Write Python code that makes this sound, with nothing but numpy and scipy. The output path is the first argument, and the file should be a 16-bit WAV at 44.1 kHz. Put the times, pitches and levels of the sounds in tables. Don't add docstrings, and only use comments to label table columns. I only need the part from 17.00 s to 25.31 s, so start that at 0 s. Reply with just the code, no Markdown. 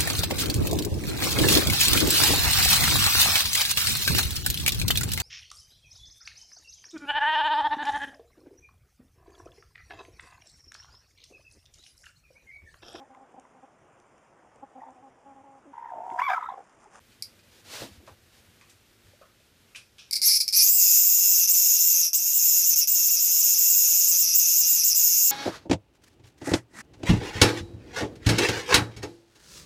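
import sys
import numpy as np
from scipy import signal
from scipy.fft import rfft, irfft, next_fast_len
from scipy.io import wavfile
from scipy.ndimage import uniform_filter1d, minimum_filter1d

SR = 44100
rng = np.random.default_rng(int(sys.argv[2]) if len(sys.argv) > 2 else 0)


def digitize_waveform(pressure):
    field = np.atleast_2d(pressure).T
    bounded = np.clip(field, -1, 1)
    quanta = np.round(bounded * 32767).astype(np.int16)
    wavfile.write(sys.argv[1], SR, quanta)


def invert_db(x):
    u = np.asarray(x, float) / 20
    return 10 ** u


N = 366471
TIME = np.arange(N) / SR

# f/Hz, density/dB per Hz
HUM_COLOUR = [(15, -42), (25, -16), (100, -2), (150, -10.5), (210, -10), (275, -13), (470, -14), (700, -19),
              (1070, -21.5), (1430, -18), (3540, -19.5), (8000, -26), (14500, -28.5), (15500, -44)]
# t/s, level/dB
HUM_LEVEL = [(0, -62), (.6, -60), (1.2, -61), (2.4, -62), (3.1, -62), (3.6, -65), (3.72, -74), (5.3, -73),
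             (8.31, -72)]
# f/Hz, width/Hz, level/dB re the hum
HUM_TONES = [(239.4, 7.4, -14), (345, 7.2, -17)]
# f/Hz, t60/s
ROOM = [(200, 0.26), (2000, 0.17), (5300, 0.15), (14000, 0.15)]
# t/s, rise/s, hold/s, fall/s, level/dB
SLIDES = [
    (0.505, 0.013, 0.092, .03, -59.5),
    (0.636, 0.1, 0.037, 0.13, -39.5),
    (0.772, 0.037, 0.019, 0.077, -41.5),
    (0.861, 0.018, 0.076, 0.094, -59),
    (1.293, 0.039, .065, 0.054, -60.5),
    (1.658, 0.032, 0.065, 0.057, -72),
    (2.066, 0.042, 0.059, .025, -66),
]
# f/Hz, density/dB per Hz
SLIDE_COLOUR = [(120, -50), (200, -15), (231, -13), (371, -15), (500, -5.5), (728, -13), (827, -9.5),
                (1130, -13.5), (4410, -10), (15500, -26.5)]
# t/s, peak level/dB, ring f/Hz, t60/s, hiss level/dB re ring
TAPS = [(0.12, -54, 4190, 0.14, 9), (0.329, -49, 570, 0.14, -12), (0.391, -51, 4710, 0.12, 1),
        (0.432, -52, 584, 0.16, 2), (1.066, -53, 2210, 0.21, 9.5), (1.555, -58, 312, 0.16, 1),
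        (1.611, -45, 2020, 0.18, 2), (2.213, -37.5, 566, 0.16, -13.5), (2.4, -55, 579, 0.14, 3),
        (2.748, -29, 2370, 0.089, -6), (2.757, -36, 2660, 0.2, 8.5), (2.983, -41, 3060, 0.35, 3.5),
        (2.995, -43, 3700, 0.34, -6)]
# t/s, peak level/dB, ring f/Hz, t60/s, hiss level/dB
PADS = [
    (0.817, -24, 430, 0.17, -21),
    (1.002, -43, 330, 0.3, -18),
    (1.076, -31.5, 770, 0.17, -12),
    (1.696, -42, 6070, 0.2, -7),
    (3.272, -46, 960, 0.11, -20),
]
# t/s, peak level/dB, ring f/Hz, t60/s, hiss level/dB re ring
OVERTONES = [(.824, -28.5, 295, 0.26, -30), (.835, -39, 203.7, 0.5, -30), (1.612, -48, 1090, .25, -30),
             (2.135, -48, 566, 0.14, -30), (2.215, -43, 1250, 0.32, -30), (2.758, -46, 5250, 0.56, -30),
             (2.76, -43, 9000, .25, -30), (2.762, -46, 10500, .2, -30), (2.99, -39.5, 5500, 0.35, -30)]
# f/Hz, density/dB per Hz
SCRAPE_COLOUR = [(800, -26), (1700, -7), (1950, -30), (2500, 7), (2700, -4), (5340, -9), (10500, -20),
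                 (13000, -33)]
# t/s, peak level/dB, f/Hz
THUMPS = [(0.091, -59, 201), (0.2, -55, 110), (0.659, -64, 91.5), (0.744, -49, 107), (0.804, -41, 116),
          (0.912, -45, 87), (0.975, -43, 79.5), (1.113, -46.5, 92), (1.472, -54, 91.5), (2.078, -50, 96.9)]
# t/s, slap level/dB, rate/beats per s, air push level/dB
WINGS = [(3.64, -82, 36.5, -89), (3.93, -67.5, 36, -84), (4.28, -69.5, 31.7, -79), (4.83, -71, 29.5, -74),
         (5.2, -70, 30, -79), (5.4, -71, 29.3, -69), (6.01, -65, 29.6, -64.5), (7.22, -68, 39.3, -67.5),
         (7.4, -65.5, 36, -65), (8.31, -67, 36.4, -64)]
# t/s, lead-in/s, slap change/dB, push change/dB
FALTERS = [
    (3.99, 0.037, 6.5, 17),
    (4.49, 0.066, -4, -10),
    (4.92, 0.11, 3, -11),
    (5.12, 0.17, -5.5, 2),
    (5.39, 0.082, 6, -5),
    (5.82, 0.1, -16, -15),
    (7.33, 0.11, -9, -2),
    (7.9, 0.064, -12, -11),
]
# f/Hz, density/dB per Hz
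SLAP_COLOUR = [(220, -18), (340, -2), (620, -1), (1050, -1), (1450, 1), (1950, -3), (2700, -30)]
# f/Hz, density/dB per Hz
PUSH_COLOUR = [(25, -23), (60, -0.5), (120, 0), (220, 0), (330, -17)]
# t/s, peak level/dB, main mode f/Hz
CLICKS = [(0.2236, -11, 4860), (.2262, -24, 5400), (0.226, -35, 5400), (3.1103, -7, 4900),
          (3.1284, -8, 4900), (3.1318, -5, 5000), (3.134, -7.5, 5240), (3.1398, -8, 5200),
          (3.1557, -8, 4870), (3.1595, -6, 5060), (3.1638, -6, 4900), (3.167, -8.5, 4750),
          (3.1688, -22, 4950), (3.175, -17, 5300), (3.4796, -5.5, 5400), (3.482, -18, 5210),
          (3.488, -8.5, 5300), (3.4905, -22, 5300)]
# t/s, rate/buckles per s
BUCKLES_PER_S = [(3.2, 385), (3.55, 378), (3.8, 369), (4.0, 360), (4.46, 347), (4.49, 359), (4.75, 347),
                 (5.09, 333), (5.15, 353), (5.35, 341), (5.75, 330), (5.9, 351), (6.15, 333), (6.5, 348),
                 (7.15, 341), (7.6, 334), (7.93, 334), (8.31, 352)]
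# start t/s, end t/s, opening overshoot f/Hz, time to reach it/s, closing level change/dB
PHRASES = [
    (3.217, 3.375, 1400, 0.058, 2),
    (3.402, 3.421, 0, 0.022, -6),
    (3.526, 4.465, 1200, 0.05, -4),
    (4.475, 5.09, 1502, 0.056, -8),
    (5.132, 5.747, 1700, 0.042, -0.5),
    (5.758, 5.848, 852, 0.035, -2.5),
    (5.874, 7.932, 1100, 0.032, 1.5),
    (7.945, 8.311, 900, 0.024, 0),
]
# t/s, level/dB, main mode f/Hz
POSTURE = [(3.216, -25.5, 5300), (3.29, -20, 5180), (3.375, -25, 5700), (3.41, -18, 5570),
           (3.53, -24, 5300), (3.611, -17.5, 5320), (3.64, -22, 7060), (3.725, -22.5, 7730),
           (3.966, -21, 7070), (4.07, -23.5, 7380), (4.3, -23, 7240), (4.55, -22.5, 6980),
           (5.16, -23.5, 7060), (5.19, -28.5, 7100), (5.45, -23.5, 7000), (6.1, -24.5, 7040),
           (6.6, -23, 7220), (8.31, -23.5, 6980)]
# slackest t/s, dip f/Hz, snap/s, overshoot f/Hz
JERKS = [(4.171, 100, 0.023, 450), (4.206, 550, 0.089, 150), (4.315, 300, 0.0086, 450),
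         (4.355, 650, 0.04, 254), (4.411, 700, 0.067, 0), (4.645, 50, 0.03, 500), (4.789, 450, 0.016, 302),
         (4.95, 550, 0.054, 102), (5.041, 898, 0.075, -4), (5.33, 0, 0.051, 502), (5.558, 300, 0.025, 400),
         (5.629, 700, 0.061, 896), (5.822, 997, 0.034, 0), (6.095, 947, 0.02, 652),
         (6.182, 1196, 0.021, 600), (6.427, 750, 0.017, 450), (6.566, 996, 0.023, 450),
         (6.87, 250, 0.019, 150), (7.065, 552, 0.034, 900), (7.17, 200, 0.038, 650), (7.27, 647, 0.065, 2),
         (7.326, 1052, 0.049, 1002), (7.41, 398, 0.081, 0), (7.56, 93, 0.043, 750), (7.64, 700, 0.071, 600),
         (7.775, 450, 0.046, 0), (7.822, 902, 0.027, 550), (8.17, 100, 0.012, 400),
         (8.214, 100, 0.048, 800)]
# t/s, half length/s, tension change f/Hz
SHIVERS = [(3.677, 0.014, -780), (3.742, 0.06, 390), (3.817, 0.03, -510), (3.868, 0.01, -700),
           (3.925, 0.0076, -510), (3.997, 0.013, 440), (4.082, 0.026, 310), (4.103, 0.0072, -490),
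           (4.218, 0.0099, 690), (4.305, 0.018, 500), (4.315, 0.01, -450), (4.389, 0.0099, 610),
           (4.51, 0.01, -620), (4.548, 0.011, -520), (4.575, 0.014, 480), (4.78, 0.019, -650),
           (4.858, 0.043, 575), (5.025, 0.016, -590), (5.186, 0.018, -980), (5.237, 0.021, -350),
           (5.345, 0.019, 490), (5.48, 0.06, 350), (5.616, 0.0077, 670), (5.712, 0.012, -790),
           (5.907, 0.04, 260), (5.937, 0.023, 750), (6.031, 0.0085, -560), (6.074, 0.021, 870),
           (6.148, 0.013, 610), (6.203, 0.018, -360), (6.232, 0.033, 560), (6.298, 0.013, -570),
           (6.4, 0.024, 408), (6.484, 0.0085, -560), (6.548, 0.012, -480), (6.708, 0.018, 390),
           (6.765, 0.024, 550), (6.857, 0.022, -640), (6.933, 0.015, -610), (6.996, 0.013, 510),
           (7.02, 0.022, -450), (7.106, 0.0096, 600), (7.128, 0.043, -580), (7.156, 0.0086, -610),
           (7.233, 0.0076, -500), (7.25, 0.058, -740), (7.321, 0.038, -220), (7.405, 0.0085, -770),
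           (7.42, 0.017, 480), (7.454, 0.018, -510), (7.544, 0.032, -460), (7.623, 0.027, -580),
           (7.714, 0.012, -470), (7.748, 0.012, 440), (7.823, 0.036, -560), (7.876, 0.02, 500),
           (7.917, 0.022, -800), (7.985, 0.01, 520), (8.037, 0.018, 400), (8.13, 0.012, -550)]
# tension over belly stretch f/Hz, level/dB, upper modes level/dB re main
TIGHTNESS = [(5700, 1.5, -13), (6170, 0.5, -11.5), (6380, 1.5, -9), (7000, 1, -3.5), (7470, 0.5, 1),
             (9100, -5.5, 12)]
# t/s, factor on the belly modes
STRETCH = [(3.2, .85), (3.55, .89), (3.74, .97), (4.3, 1.0), (8.31, 1.0)]
# t/s, share 0-1
BELLY_TAUT = [(3.5, 0.63), (3.7, 0.81), (4.1, 0.96), (4.7, 1), (8.31, 0.92)]
# belly part f/Hz, share of the tension, level/dB, ring/ms,
# pitch scatter/share, upward glide at the start/share. First the drum's lower modes:
LOWER = [(0, 0.97, 9.5, 0.67, 0.028, 0.065), (2770, 0.417, -5.5, 1.3, 0.057, 0.008),
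         (4900, 0.043, -3, 2.3, 0.019, 0.0046)]
UPPER = [(0, 1.988, 2, 1, 0.013, 0.11), (0, 1.81, -11.5, 1, 0.08, 0.27),
         (0, 1.69, -14.5, 0.26, 0.031, 0.072)]
SLACK_BELLY = [(5300, 0, 0, 0.99, 0.034, .01)]
SNAP = [(5500, 1.164, 1.5, 0.16, 0.043, .01), (9700, 1.0, -5, 0.2, 0.039, .01),
        (10100, 0.097, -11, 0.11, 0.08, .01)]
SAC = [(2121, 0.086, 4, 2.9, 0.017, 0.0059), (2284, 0.013, -9, 1.6, 0.063, 0.0061),
       (3430, 0, 6.5, 0.32, 0.059, 0.011), (4100, 0, -6, 0.45, 0.061, 0.0088)]

SAG_HZ_PER_S, SETTLE_S = 29400, 0.015
OPEN_SLACK_HZ, CLOSE_SLACK_HZ, CLOSE_S = 443, 960, 0.031
OPEN_HOLD = 0.17
JITTER_S, DRUM_LAG_S = 0.00002, 0.00022
POP_BACK_S, POP_SCATTER_S = 0.0013, 0.00008
PHASE_SCATTER = 0.08
BELLY_SWAY = 0.014
RESTART_SLACK, RESTART_S = 0.11, 0.052


def evened(x):
    return x / np.sqrt(np.mean(x ** 2) + 1e-20)


def curve(rows, t):
    s, *columns = np.transpose(rows)
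    return [np.interp(t, s, c) for c in columns]


def add(mix, s, sound):
    part = mix[round(s * SR):][:len(sound)]
    part += sound[:len(part)]


def noise(colour, count):
    size = next_fast_len(count)
    f, db = np.transpose(colour)
    log_hz = np.log(np.fft.rfftfreq(size, 1 / SR) + 1)
    shape = invert_db(np.interp(log_hz, np.log(f + 1), db))
    return evened(irfft(rfft(rng.standard_normal(size)) * shape, size)[:count])


def drift(count, first, second):
    smooth = uniform_filter1d(rng.standard_normal(count), size=first)
    return evened(uniform_filter1d(smooth, size=second))


def above(x, hz, order):
    return signal.sosfilt(signal.cheby1(order, 1, hz, "high", fs=SR, output="sos"), x)


def hum():
    waver_db = 1.1 * evened(uniform_filter1d(rng.standard_normal(N), 3000))
    tones = 0
    for hz, width, db in HUM_TONES:
        tones = tones + invert_db(db) * noise([(hz - 2 * width, -50), (hz, 0), (hz + 2 * width, -50)], N)
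    running = np.clip((2.46 - TIME) / 0.15 + 1, 0, 1)
    level_db = curve(HUM_LEVEL, TIME)[0] + waver_db
    return invert_db(level_db) * (noise(HUM_COLOUR, N) + tones * running)


def room(x):
    f, t60 = np.transpose(ROOM)
    at, out = np.arange(100, SR // 2 - 20, 20), 0
    for k in range(3):
        echoes = np.zeros(SR // 2)
        echoes[at + rng.integers(0, 20, len(at))] = rng.choice([-1., 1.], len(at))
        hz, t, z = signal.stft(echoes, SR, nperseg=128)
        decay = invert_db(-60 * t / np.interp(hz, f, t60)[:, None])
        tail = signal.istft(z * decay, SR, nperseg=128)[1]
        share = np.sqrt(2 / 3) * np.cos(2 * np.pi * (1.7 * TIME + k / 3))
        out = out + signal.fftconvolve(share * x, tail / np.linalg.norm(tail))[:N]
    return out


def thumps():
    out, t = np.zeros(N), np.arange(SR // 3) / SR
    for s, db, hz in THUMPS:
        swell = (t / 0.015) * np.exp(1 - t / 0.01)
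        add(out, s, invert_db(db) * swell * np.sin(2 * np.pi * hz * t))
    return out


def slides():
    out = np.zeros(N)
    for s, rise, hold, fall, db in SLIDES:
        t = np.arange(0, rise + hold + fall, 1 / SR)
        press = np.clip(np.minimum(t / rise, (t[-1] - t) / fall), 0, 1)
        level = invert_db(db - 20 * (1 - press))
        add(out, s, level * noise(SLIDE_COLOUR, len(t)) * signal.windows.tukey(len(t), .1))
    return out


def taps():
    out, t = np.zeros(N), np.arange(SR // 3) / SR
    for rows, width in (TAPS, 0.21), (PADS, 0.89), (OVERTONES, 0.19):
        for s, db, hz, t60, hiss_db in rows:
            ring_colour = [(hz * (1 - width) ** 3, -40), (hz * (1 - width / 2), -3), (hz, 0),
                           (hz * (1 + width / 2), -3), (hz * (1 + width) ** 3, -40)]
            burst = noise(ring_colour, len(t)) + invert_db(hiss_db) * noise(SCRAPE_COLOUR, len(t))
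            attack = np.minimum(t / 0.00051, 1)
            add(out, s, invert_db(db - 12.5 - 60 * t / t60) * attack * burst)
    return out


def wings():
    slap_db, per_s, push_db = curve(WINGS, TIME)
    for s, lead, slap_change_db, push_change_db in FALTERS:
        share = np.interp(TIME - s, [-lead, 0, 0.11], [0, 1, 0])
        slap_db, push_db = slap_db + slap_change_db * share, push_db + push_change_db * share
    turns = np.cumsum(per_s) / SR
    strength = invert_db(2.8 * rng.standard_normal(400))[turns.astype(int)]
    beat = strength * np.exp(-(turns % 1) / 0.12)
    slap = evened((0.37 + beat) * noise(SLAP_COLOUR, N))
    push = evened((0.54 + uniform_filter1d(beat, 300)) * noise(PUSH_COLOUR, N))
    fade_in = np.clip((TIME - WINGS[0][0]) / 0.062, 0, 1)
    return (invert_db(slap_db + 3.5) * slap + invert_db(push_db + 4.5) * push) * fade_in


def rings(s, level_db, tension_hz, modes, sway, count):
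    t, grains = np.arange(count) / SR, 0
    stretch = curve(STRETCH, s)[0] * sway
    chance = np.clip(rng.standard_normal((len(s), len(modes), 2)), -2, 2)
    stray = PHASE_SCATTER * rng.standard_normal((len(s), len(modes), 1))
    phase = np.arange(len(modes))[:, None] / 2 + stray
    for k, (belly_hz, share, db, ms, scatter, glide) in enumerate(modes):
        hz = (belly_hz * stretch + share * tension_hz) * (1 + scatter * chance[:, k, 0])
        late = np.maximum(t - k * 0.000118, 0)
        shape = (1 - np.exp(-late / 0.0001)) ** 2 * np.exp(-late * 1000 / ms) / np.sqrt(ms)
        bent = late - glide * 0.00032 * (1 - np.exp(-late / 0.00049))
        ring = np.sin(2 * np.pi * (hz[:, None] * bent + phase[:, k]))
        grains = grains + invert_db(db + 1.95 * chance[:, k, 1:]) * shape * ring
    energy = np.mean(np.sum(grains ** 2, axis=1))
    grains *= invert_db(level_db)[:, None] / np.sqrt(energy)
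    at = np.round(s * SR).astype(int)[:, None] + np.arange(count)
    return np.bincount(at.ravel(), grains.ravel(), N + count)[:N]


def phrase(s, start, end, overshoot_hz, rise, close_db):
    effort_db, hz = curve(POSTURE, s)
    closing = np.clip(1 - (end - s) / CLOSE_S, 0, 1) * (end < TIME[-1] - CLOSE_S)
    slack_hz = np.clip(hz[0] - 5000, 0, OPEN_SLACK_HZ)
    opening = [OPEN_HOLD * rise, rise, rise + SETTLE_S]
    hz = hz + np.interp(s - start, opening, [-slack_hz, overshoot_hz, 0])
    hz = hz - closing * np.clip(hz - 5900, 0, CLOSE_SLACK_HZ)
    for at, dip_hz, snap, over_hz in JERKS:
        moments = [-dip_hz / SAG_HZ_PER_S - .005, 0, snap, snap + SETTLE_S]
        hz = hz + np.interp(s - at, moments, [0, -dip_hz, over_hz, 0])
    for at, half, change_hz in SHIVERS:
        hz = hz + change_hz * np.clip(1 - abs(s - at) / half, 0, 1)
    level_db, upper_db = curve(TIGHTNESS, hz / curve(STRETCH, s)[0])
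    return s, effort_db + level_db + close_db * closing, hz, upper_db


def buckle_times():
    wander = 1 + .007 * drift(N, 1500, 1200)
    turns = np.cumsum(curve(BUCKLES_PER_S, TIME)[0] * wander) / SR
    beats = TIME[1:][np.diff(np.floor(turns)) > 0]
    second_drum = np.arange(len(beats)) % 2
    return beats + JITTER_S * rng.standard_normal(len(beats)) + DRUM_LAG_S * second_drum


def buckles():
    beats, buzzes = buckle_times(), []
    for row in PHRASES:
        inside = beats[(beats > row[0] + .002) & (beats < row[1])]
        buzzes.append(np.vstack(phrase(np.r_[row[0], inside], *row)))
    s, effort_db, tension_hz, upper_db = np.hstack(buzzes)
    tremble = drift(len(s), 5, 4)
    tension_hz, upper_db = tension_hz * (1 + .008 * tremble), upper_db + 1.2 * tremble
    side = (-1) ** np.arange(len(s)) * curve(BELLY_TAUT, s)[0]
    single_s, peak_db, single_hz = np.transpose(CLICKS)
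    s, tension_hz = np.r_[s, single_s], np.r_[tension_hz, single_hz]
    lower_db = np.r_[effort_db + 20.5 + 3.5 * side, peak_db + 7.0]
    upper_db = np.r_[effort_db + upper_db + 20.5 - 3.0 * side, peak_db - 8.0]
    back_s = s + POP_BACK_S + POP_SCATTER_S * rng.standard_normal(len(s))
    s, tension_hz = np.r_[s, back_s], np.r_[tension_hz, .96 * tension_hz]
    return s, np.r_[lower_db, lower_db - 7.0], np.r_[upper_db, upper_db - 9.0], tension_hz


def belly(drums):
    loose = 0
    for row in PHRASES:
        loose = loose + np.interp(TIME - row[0], [-.01, 0, RESTART_S, RESTART_S + 0.017], [0, 1, 1, 0])
    stretched = np.clip(curve(BELLY_TAUT, TIME)[0] - RESTART_SLACK * loose, 0, 1)
    slack = above(drums, 4610, order=4)
    taut = signal.sosfiltfilt(signal.cheby1(4, 1, 5194, "high", fs=SR, output="sos"), slack)
    return slack + stretched * (taut - slack)


def cicada():
    s, lower_db, upper_db, tension_hz = buckles()
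    breath = noise([(1, -20), (4, 0), (20, -3), (40, -40)], N)
    sway = 1 + BELLY_SWAY * np.interp(s, TIME, breath)
    slackness_db = 20 * np.log10(np.clip(1 - curve(BELLY_TAUT, s)[0], .01, 1))
    drums = rings(s, lower_db, tension_hz, LOWER, sway, count=260)
    drums = drums + rings(s, upper_db, tension_hz, UPPER, sway, count=160)
    drums = drums + rings(s, lower_db + slackness_db + 3.5, tension_hz, SLACK_BELLY, sway, count=200)
    drums = drums + rings(s, (lower_db + upper_db) / 2 - 2.5, tension_hz, SNAP, sway, count=80)
    sac_db = lower_db - 23.0 - 1.6 * invert_db(slackness_db)
    sac = above(rings(s, sac_db, tension_hz, SAC, sway, count=450), 1800, order=3)
    return belly(drums) + signal.lfilter(*signal.iirnotch(3030, 12.0, fs=SR), sac)


def scene():
    insect = cicada()
    dog = slides() + taps() + thumps()
    mono = hum() + dog + wings() + insect + invert_db(-3.5) * room(insect)
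    return np.array([mono, mono])


def roll_off(x):
    return signal.sosfilt(signal.butter(12, 16120, fs=SR, output="sos"), x)


def record(dry):
    headroom = np.minimum(.66 / (abs(dry) + 1e-9), 1)
    lowest = minimum_filter1d(headroom, size=81)
    held = dry * uniform_filter1d(uniform_filter1d(lowest, size=40), size=40)
    low_pass = signal.firwin(511, 15310, window=("kaiser", 9), fs=SR)
    mix = signal.oaconvolve(held, low_pass[None], "same")
    return roll_off(mix)


dry = scene()
out = record(dry)
digitize_waveform(out)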